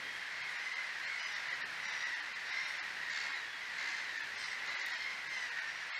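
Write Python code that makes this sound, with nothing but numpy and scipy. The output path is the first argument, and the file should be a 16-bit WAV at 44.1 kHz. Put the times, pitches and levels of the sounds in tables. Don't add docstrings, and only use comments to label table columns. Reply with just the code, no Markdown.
import sys
import numpy as np
from scipy import signal
from scipy.fft import rfft, irfft, next_fast_len
from scipy.io import wavfile
from scipy.ndimage import uniform_filter1d

SR = 44100
rng = np.random.default_rng(int(sys.argv[2]) if len(sys.argv) > 2 else 0)


def decibels_to_gain(level_db):
    exponent = np.asarray(level_db, float) / 20
    return 10 ** exponent


def dump_mix(stems):
    frames = np.atleast_2d(stems).T
    limited = np.clip(frames, -1, 1)
    pcm = np.round(limited * 32767).astype(np.int16)
    wavfile.write(sys.argv[1], SR, pcm)


N = 264379


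def evened(x):
    return x / np.sqrt(np.mean(x ** 2) + 1e-20)


def read(points, hz):
    f, value = np.transpose(points)
    return np.interp(np.log(hz + 1), np.log(f + 1), value)


def curve(rows, column=1):
    return np.interp(np.arange(N) / SR, [r[0] for r in rows], [r[column] for r in rows])


def coloured(x, db_of_hz):
    size = next_fast_len(len(x))
    gain = decibels_to_gain(db_of_hz(np.fft.rfftfreq(size, 1 / SR)))
    return irfft(rfft(x, size) * gain, size)[:len(x)]


def wobble(size, hz):
    knots = rng.standard_normal(size // 40 + 2)
    return np.interp(np.arange(size) * min(hz, 500) * 2 / SR, np.arange(len(knots)), knots)


def add(mix, s, sound):
    part = mix[round(s * SR):][:len(sound)]
    part += sound[:len(part)]


def whistle(hz, db):
    return np.sqrt(2) * decibels_to_gain(db) * np.sin(2 * np.pi * np.cumsum(hz) / SR)


def swells(rows, floor_db):
    t = np.arange(N) / SR
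    return decibels_to_gain(floor_db) + sum(decibels_to_gain(db) * np.exp(-((t - s) / half) ** 2) for s, db, half in rows)


def scream(hz, rough, partial_db, rattle_hz):
    size = len(hz)
    shake = .0035 * wobble(size, 60) + .14 * rough ** 2 * wobble(size, 300)
    turns = np.cumsum(hz * (1 + shake)) / SR
    rattle = np.cos(2 * np.pi * np.cumsum(rattle_hz * (1 + .15 * wobble(size, 30))) / SR)
    tone = sum(decibels_to_gain(db) * np.cos(2 * np.pi * (k + 1) * turns) for k, db in enumerate(partial_db))
    return np.sqrt(2) * tone * (1 + 1.1 * rough * rattle) * (1 + .25 * wobble(size, 25))


def cry(row, rise, bend, shut_s, uneven, rough, gape_hz, gape_db, bill_hz, bill_db, stack_db):
    start, length, first_hz, last_hz, effort_db = row
    t = np.linspace(0, 1, int(length * SR))
    arch = np.sin(np.pi * t ** .8)
    hz = (first_hz + (last_hz - first_hz) * t ** bend) * (1 + rise * arch)
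    flicker_db = [1.8 * wobble(len(t), 70) for _ in range(9)]
    source = scream(hz, np.clip(rough, 0, 1), flicker_db, 67)
    source = source * decibels_to_gain(effort_db - 3 * (1.5 - arch)) * signal.windows.tukey(len(t), .17)

    def hump_db(f, mid_hz, width_hz):
        return -20 * np.log10(1 + ((f - mid_hz) / width_hz) ** 4)

    def mouth_db(f):
        gape = decibels_to_gain(gape_db + hump_db(f, gape_hz, 490))
        bill = decibels_to_gain(bill_db + hump_db(f, bill_hz, 600))
        others = decibels_to_gain(stack_db + 3.0 + hump_db(f, 4200, 1900))
        return 20 * np.log10(gape + bill + others)

    throat = coloured(source, lambda f: hump_db(f, 1900, 520))
    closing = decibels_to_gain(-9 * (t * length / shut_s) ** 2)
    beats = 1 + uneven * np.cos(np.pi * np.cumsum(hz) / SR)
    return start, throat + closing * coloured(source * beats, mouth_db)


# start in seconds, length in seconds,
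# first pitch in Hz, last pitch in Hz, effort in dB.
STEADY_GULL = [(1.305, 0.14, 896, 854, -54.5), (1.809, 0.4, 944, 875, -53.5), (1.895, 0.094, 874, 867, -62),
               (2.451, 0.38, 893, 900, -54.5), (4.41, 0.15, 940, 900, -60)]
BRIGHT_GULL = [(.59, 0.15, 978, 1012, -61), (1.17, 0.21, 972, 976, -54.5), (5.661, 0.22, 916, 941, -62)]
HOARSE_GULL = [(3.09, 0.21, 890, 870, -47.5), (3.769, 0.26, 830, 870, -49), (4.65, .13, 980, 990, -53),
               (4.08, 0.25, 950, 860, -60), (4.76, .3, 920, 860, -53.5)]
CLEAR_GULL = [(3.33, 0.15, 1003, 910, -46.5), (4.03, 0.23, 1018, 817, -46), (4.66, .32, 1013, 930, -48),
              (4.82, 0.15, 930, 941, -45.5)]
RISING_GULL = [(.3, 0.25, 1049, 1075, -50.5), (1.02, 0.18, 998, 1110, -46), (3.11, 0.26, 1054, 1065, -48),
               (5.89, 0.14, 1016, 1083, -44)]
DULL_GULL = [(3.86, 0.208, 1025, 1050, -46.5), (5.26, .27, 1065, 894, -43.5)]
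SHRILL_GULL = [(4.35, .2, 1013, 847, -50.5)]
SWOOPING_GULL = [(2.45, .28, 887, 1056, -49)]
THIN_GULL = [(.01, .28, 1048, 1040, -54), (3.43, .22, 1100, 1065, -55), (.35, .18, 1050, 1045, -62)]
CROAKING_GULLS = [(0.5, 0.106, 953, 943, -45.5), (0.7, 0.16, 1035, 1005, -45.5),
                  (1.44, 0.22, 1035, 890, -46), (2, 0.24, 965, 940, -44.5), (2.5, 0.18, 1037, 1045, -43),
                  (3, 0.17, 945, 925, -44), (5, 0.1, 1030, 1075, -45), (1, .28, 810, 630, -52),
                  (2.5, .24, 800, 775, -51), (.6, 0.16, 1005, 1056, -61), (2, 0.11, 985, 1005, -53),
                  (1.8, 0.2, 1015, 975, -48.5), (5, 0.13, 1055, 1040, -46), (3.76, 0.13, 1050, 1030, -44.5),
                  (4.5, 0.14, 1050, 975, -47), (5.5, .21, 940, 885, -44), (2, 0.14, 930, 1000, -46),
                  (5.56, .12, 740, 790, -49), (.6, .17, 1010, 1050, -51)]
REEDY_GULL = [(4.91, 0.27, 1070, 1028, -49)]
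# arch as a share of pitch, power of the glide,
# time to shut the bill in seconds, strong-weak share from 0 to 1.
PITCH_GLIDES = [(0.037, 1.3, .45, 0.1), (0.022, 1.1, 0.25, 0.1), (.015, 1.2, 0.33, 0), (.01, 1.1, .19, 0.1),
                (.02, .7, .55, .05), (0.0056, 1.5, 0.44, 0.4), (.055, 1.8, 0.32, 0.67),
                (0.039, 0.76, 0.5, .05), (0.037, 1.01, 0.33, .05), (.01, 1.01, 0.18, .05),
                (0.01006, 1.1, 0.42, 0.4)]
# roughness from 0 to 1, gape resonance in Hz, its level in dB,
# bill resonance in Hz, its level in dB, other partials in dB.
BIRD_VOICES = [(.38, 3850, -3, 5430, -2.5, -22), (.25, 3200, 0.5, 5380, 1.5, -15),
               (.78, 4270, -7, 6900, -16, -13.5), (0.27, 3850, -8.5, 6700, -24, -31),
               (.22, 3800, -10.5, 7400, -26, -24), (.17, 6100, -24.5, 8200, -28.5, -17.5),
               (.27, 5100, -13, 8250, -15, -7.5), (0.3, 4000, -7, 5150, -11, -34),
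               (.05, 3250, -2.5, 4900, -24, -26), (.45, 4000, -22, 6500, -31, -28),
               (.5, 3500, -8.5, 4800, -14, -12.5)]


def near_gulls():
    mix = np.zeros(N)
    birds = [STEADY_GULL, BRIGHT_GULL, HOARSE_GULL, CLEAR_GULL, RISING_GULL, DULL_GULL,
             SHRILL_GULL, SWOOPING_GULL, THIN_GULL, CROAKING_GULLS, REEDY_GULL]
    for bird, glide, voice in zip(birds, PITCH_GLIDES, BIRD_VOICES):
        for row in bird:
            add(mix, *cry(row, *glide, *voice))
    return mix


def lake(x, wet_db):
    t = np.arange(SR // 2) / SR
    tail = rng.standard_normal(len(t)) * decibels_to_gain(-60 * t / 0.39) * (t > .004)
    return x + decibels_to_gain(wet_db) * signal.fftconvolve(x, tail / np.linalg.norm(tail))[:len(x)]


def blended(x, share):
    z = signal.stft(x, nperseg=512)[2]
    power = uniform_filter1d(uniform_filter1d(abs(z) ** 2, size=3, axis=0), size=30, axis=1)
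    gain = (power.mean(1, keepdims=True) / (power + 1e-30)) ** (share / 2)
    return signal.istft(z * gain, nperseg=512)[1][:len(x)]


def resonate(x, hz, width_hz):
    turn = np.exp(2j * np.pi * np.cumsum(hz) / SR)
    r = np.exp(-np.pi * width_hz / SR)
    return 2 * (turn * signal.lfilter([(1 - r) ** 2], [1, -2 * r, r * r], x / turn)).real


# start in seconds, pitch where the wave gathers in Hz.
ANSWERING_WAVES = [(-.05, 1990), (.42, 2040), (.72, 2040), (1.13, 2070), (1.32, 1980), (1.5, 1970),
                   (1.87, 2020), (2.36, 1990), (2.66, 2060), (3.14, 2006), (3.62, 2000), (4.02, 1945),
                   (4.4, 2080), (4.72, 2100), (5.14, 2060), (5.319, 1940), (5.74, 1960), (5.99, 2040)]


def gathering():
    gather_s, sag_s, sag_hz_per_s = .14, .27, 810
    rows = []
    for (s, hz), (after, _) in zip(ANSWERING_WAVES, ANSWERING_WAVES[1:] + [(N / SR + 1, 0)]):
        low = max(after - gather_s, s + .01)
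        rows += [(s, hz), (low, hz - sag_hz_per_s * min(low - s, sag_s))]
    return curve(rows)


def steady(x):
    return x / np.sqrt(uniform_filter1d(x ** 2, size=4000) + 1e-20)


# time in seconds, level of its screams in dB.
CROWD_LEVEL = [(0.0, -44.5), (.2, -44.5), (.72, -42.5), (.93, -43), (1.25, -42.5), (1.5, -42), (1.7, -44),
               (1.95, -41.5), (2.3, -44), (2.76, -42.5), (3.05, -44), (3.28, -41.5), (3.5, -46),
               (3.8, -42.5), (4.4, -44.5), (4.72, -42), (5.0, -44.5), (5.51, -44)]
# frequency in Hz, density in dB per Hz.
COLONY_COLOUR = [(290, -46), (500, -22.5), (938, -10.5), (1250, -10), (1640, -1), (1890, -3), (2060, -2),
                 (2470, -7), (3300, -14), (4150, -14), (5350, -19), (9000, -35.5), (11700, -70),
                 (19800, -120)]


def crowd():
    mix = np.zeros(N + 2 * SR)
    for start, pitch, length, rough, size, sag in rng.random((130, 6)):
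        u = np.linspace(0, 1, int((.15 + .3 * length) * SR))
        hz = (810 + 260 * pitch) * (1 + .03 * np.sin(np.pi * u) - .14 * sag * u ** 2)
        partial_db = 4 * rng.standard_normal(8) - [15, 2.5, 3.2, 3.5, 1.2, 6.9, 4.5, 0.42]
        voice = scream(hz, .55 + .4 * rough, partial_db, 62 + 10 * sag)
        add(mix, 7 * start, decibels_to_gain(4 * size) * np.sin(np.pi * u) * voice)
    mix = lake(mix[SR:SR + N], 0.0)
    mix += decibels_to_gain(4.5) * evened(rng.standard_normal(N)) * mix.std()
    mix = blended(mix, .9)
    hz, power = signal.welch(mix, SR, nperseg=2048)
    mix = coloured(mix, lambda f: read(COLONY_COLOUR, f) - 10 * np.log10(np.interp(f, hz, power)))
    upper = coloured(mix, lambda f: -10 * np.log10(1 + (2800 / (f + 1)) ** 12))
    throb = 1 + .7 * np.cos(2 * np.pi * np.cumsum(66.5 + 4 * wobble(N, 12)) / SR) + .3 * wobble(N, 9)
    lower = mix - upper + 0.8 * throb * resonate(mix, gathering(), 340)
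    level_db = curve(CROWD_LEVEL)
    rasp_db = -51 + 0.73 * (level_db - level_db.mean())
    return steady(lower) * decibels_to_gain(level_db - 0.79) + steady(upper) * decibels_to_gain(rasp_db)


def camera_whine():
    t = np.arange(N) / SR
    phase = (29.98 * t + .25) % 1
    stroke = np.exp(-((phase - .1) / .08) ** 2) + 0.86 * np.exp(-((phase - .4) / 0.14) ** 2)
    tone = np.cos(2 * np.pi * np.cumsum(11210 + 25 * wobble(N, 60)) / SR)
    tone += 0.13 * np.cos(2 * np.pi * np.cumsum(11406 + 40 * wobble(N, 60)) / SR)
    return decibels_to_gain(-71.5 + 2.2 * wobble(N, 20)) * stroke * tone


# time in seconds, peak in dB.
REED_TICKS = [(0.834, -57), (2.063, -57.5), (2.5641, -56), (2.6893, -57), (2.7232, -45.5), (3.2236, -57),
              (3.8836, -54), (4.863, -39), (5.045, -58), (5.365, -58), (4.8843, -46), (4.8944, -61)]


def ticks():
    mix, t = np.zeros(N), np.arange(200) / SR
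    for s, db in REED_TICKS:
        snap = np.diff(rng.standard_normal(201)) / 2.5
        add(mix, s, decibels_to_gain(db + 5 - 60 * t / 0.0016) * snap)
    return mix


# time in seconds, level in dB, half length in seconds.
SCRAPES = [
    (.18, -75, 0.076),
    (.5, -71, 0.078),
    (.68, -74, .06),
    (.84, -75, .06),
    (1.22, -75, 0.12),
    (1.8, -78, 0.23),
    (2.69, -69, 0.041),
    (2.75, -91, 0.25),
    (4.86, -83, 0.13),
]


def rustle():
    grain_db = 4.5 * np.minimum(rng.exponential(1, N), 4.5)
    grains = rng.standard_normal(N) * decibels_to_gain(grain_db) * (rng.random(N) < .15)
    dry_leaves = coloured(grains, lambda f: -40 * np.log2((f + 1) / 8500) ** 2)
    return swells(SCRAPES, -84) * evened(dry_leaves)


# time in seconds, pitch in Hz, level in dB.
SMALL_BIRD = [
    (3.7, 7511, -75),
    (3.734, 7700, -77),
    (3.768, 7784, -70),
    (3.79, 7300, -77),
]


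def peep():
    t = np.arange(N) / SR
    sounding = (t > SMALL_BIRD[0][0]) * (t < SMALL_BIRD[-1][0])
    return whistle(curve(SMALL_BIRD), curve(SMALL_BIRD, 2)) * sounding


# time in seconds, level in dB, half length in seconds.
MOTOR_SWELLS = [
    (0, -67, 0.057),
    (.42, -69, 0.093),
    (1.68, -69, 0.22),
    (2.97, -75.5, 0.16),
    (3.45, -79, 0.28),
    (4.42, -72, 0.1),
    (5.27, -69, 0.1),
    (5.85, -76, 0.27),
]


def motor():
    return whistle(155 + 3 * wobble(N, 5.3), -5.0) * swells(MOTOR_SWELLS, -85)


# frequency in Hz, density in dB per Hz.
AIR_COLOUR = [(30, -9.5), (60, 0.5), (150, 3.5), (500, 6.5), (1500, 3), (6000, -19), (9600, -12.5),
              (12400, -15), (15700, -23)]


def air():
    noise = coloured(rng.standard_normal(N), lambda f: read(AIR_COLOUR, f))
    return decibels_to_gain(-61 + 1.9 * wobble(N, 3)) * evened(noise)


def scene():
    over_water = lake(near_gulls() + peep(), -9.0)
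    bank = camera_whine() + ticks() + rustle()
    return (over_water + crowd() + bank + motor() + air())[None]


def starve(x, centres, window, steps):
    hop = len(window) // 2
    k, n = np.arange(hop) + .5, np.arange(2 * hop) + .5 + hop / 2
    basis = np.cos(np.pi / hop * np.outer(k, n)) * window * np.sqrt(2 / hop)
    step = decibels_to_gain(read(steps, k * SR / 2 / hop)) * 2
    padded = np.pad(x, 2 * hop)
    out = padded.copy()
    for c in centres:
        lines = basis @ padded[c + hop:c + 3 * hop]
        out[c + hop:c + 3 * hop] += (step * np.round(lines / step) - lines) @ basis
    return out[2 * hop:-2 * hop]


THIN_BLOCKS_A = [20, 27, 35, 50, 57, 63, 70, 72, 96, 118, 146, 155, 183, 196, 198, 231, 252, 258, 263]
THIN_BLOCKS_B = [58, 87, 89, 100, 103, 109, 124, 130, 154, 156, 204, 208, 219, 225, 232, 247]
# frequency in Hz, rounding step in dB.
THIN_STEP = [(200, -46.5), (700, -40), (2000, -30), (4500, -39.5), (7000, -47.5), (10000, -48),
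             (15000, -65)]
THIN_RUNS = [(76, 2), (131, 2), (223, 2), (226, 2), (277, 4)]
# frequency in Hz, rounding step in dB.
THIN_RUN_STEP = [(200, -43.5), (700, -43), (2000, -32), (4500, -42), (7000, -45), (10000, -43),
                 (15000, -47)]


def thinned(x):
    def at(grid_s, blocks):
        return [round((grid_s + b * 1024 / 48000) * SR) for b in blocks]

    grid_a_s, grid_b_s = .00123, .01687
    singles = sorted(at(grid_a_s, THIN_BLOCKS_A) + at(grid_b_s, THIN_BLOCKS_B))
    runs = [at(grid_a_s, [b])[0] + 941 * k for b, blocks in THIN_RUNS for k in range(blocks)]
    x = starve(x, singles, signal.windows.cosine(1882), THIN_STEP)
    return starve(x, runs, signal.windows.kaiser_bessel_derived(1882, 4 * np.pi), THIN_RUN_STEP)


def roll_off(x):
    return signal.sosfilt(signal.butter(12, 15730, fs=SR, output="sos"), x)


def record(dry):
    mix = thinned(dry[0])[None]
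    return roll_off(mix)


dry = scene()
out = record(dry)
dump_mix(out)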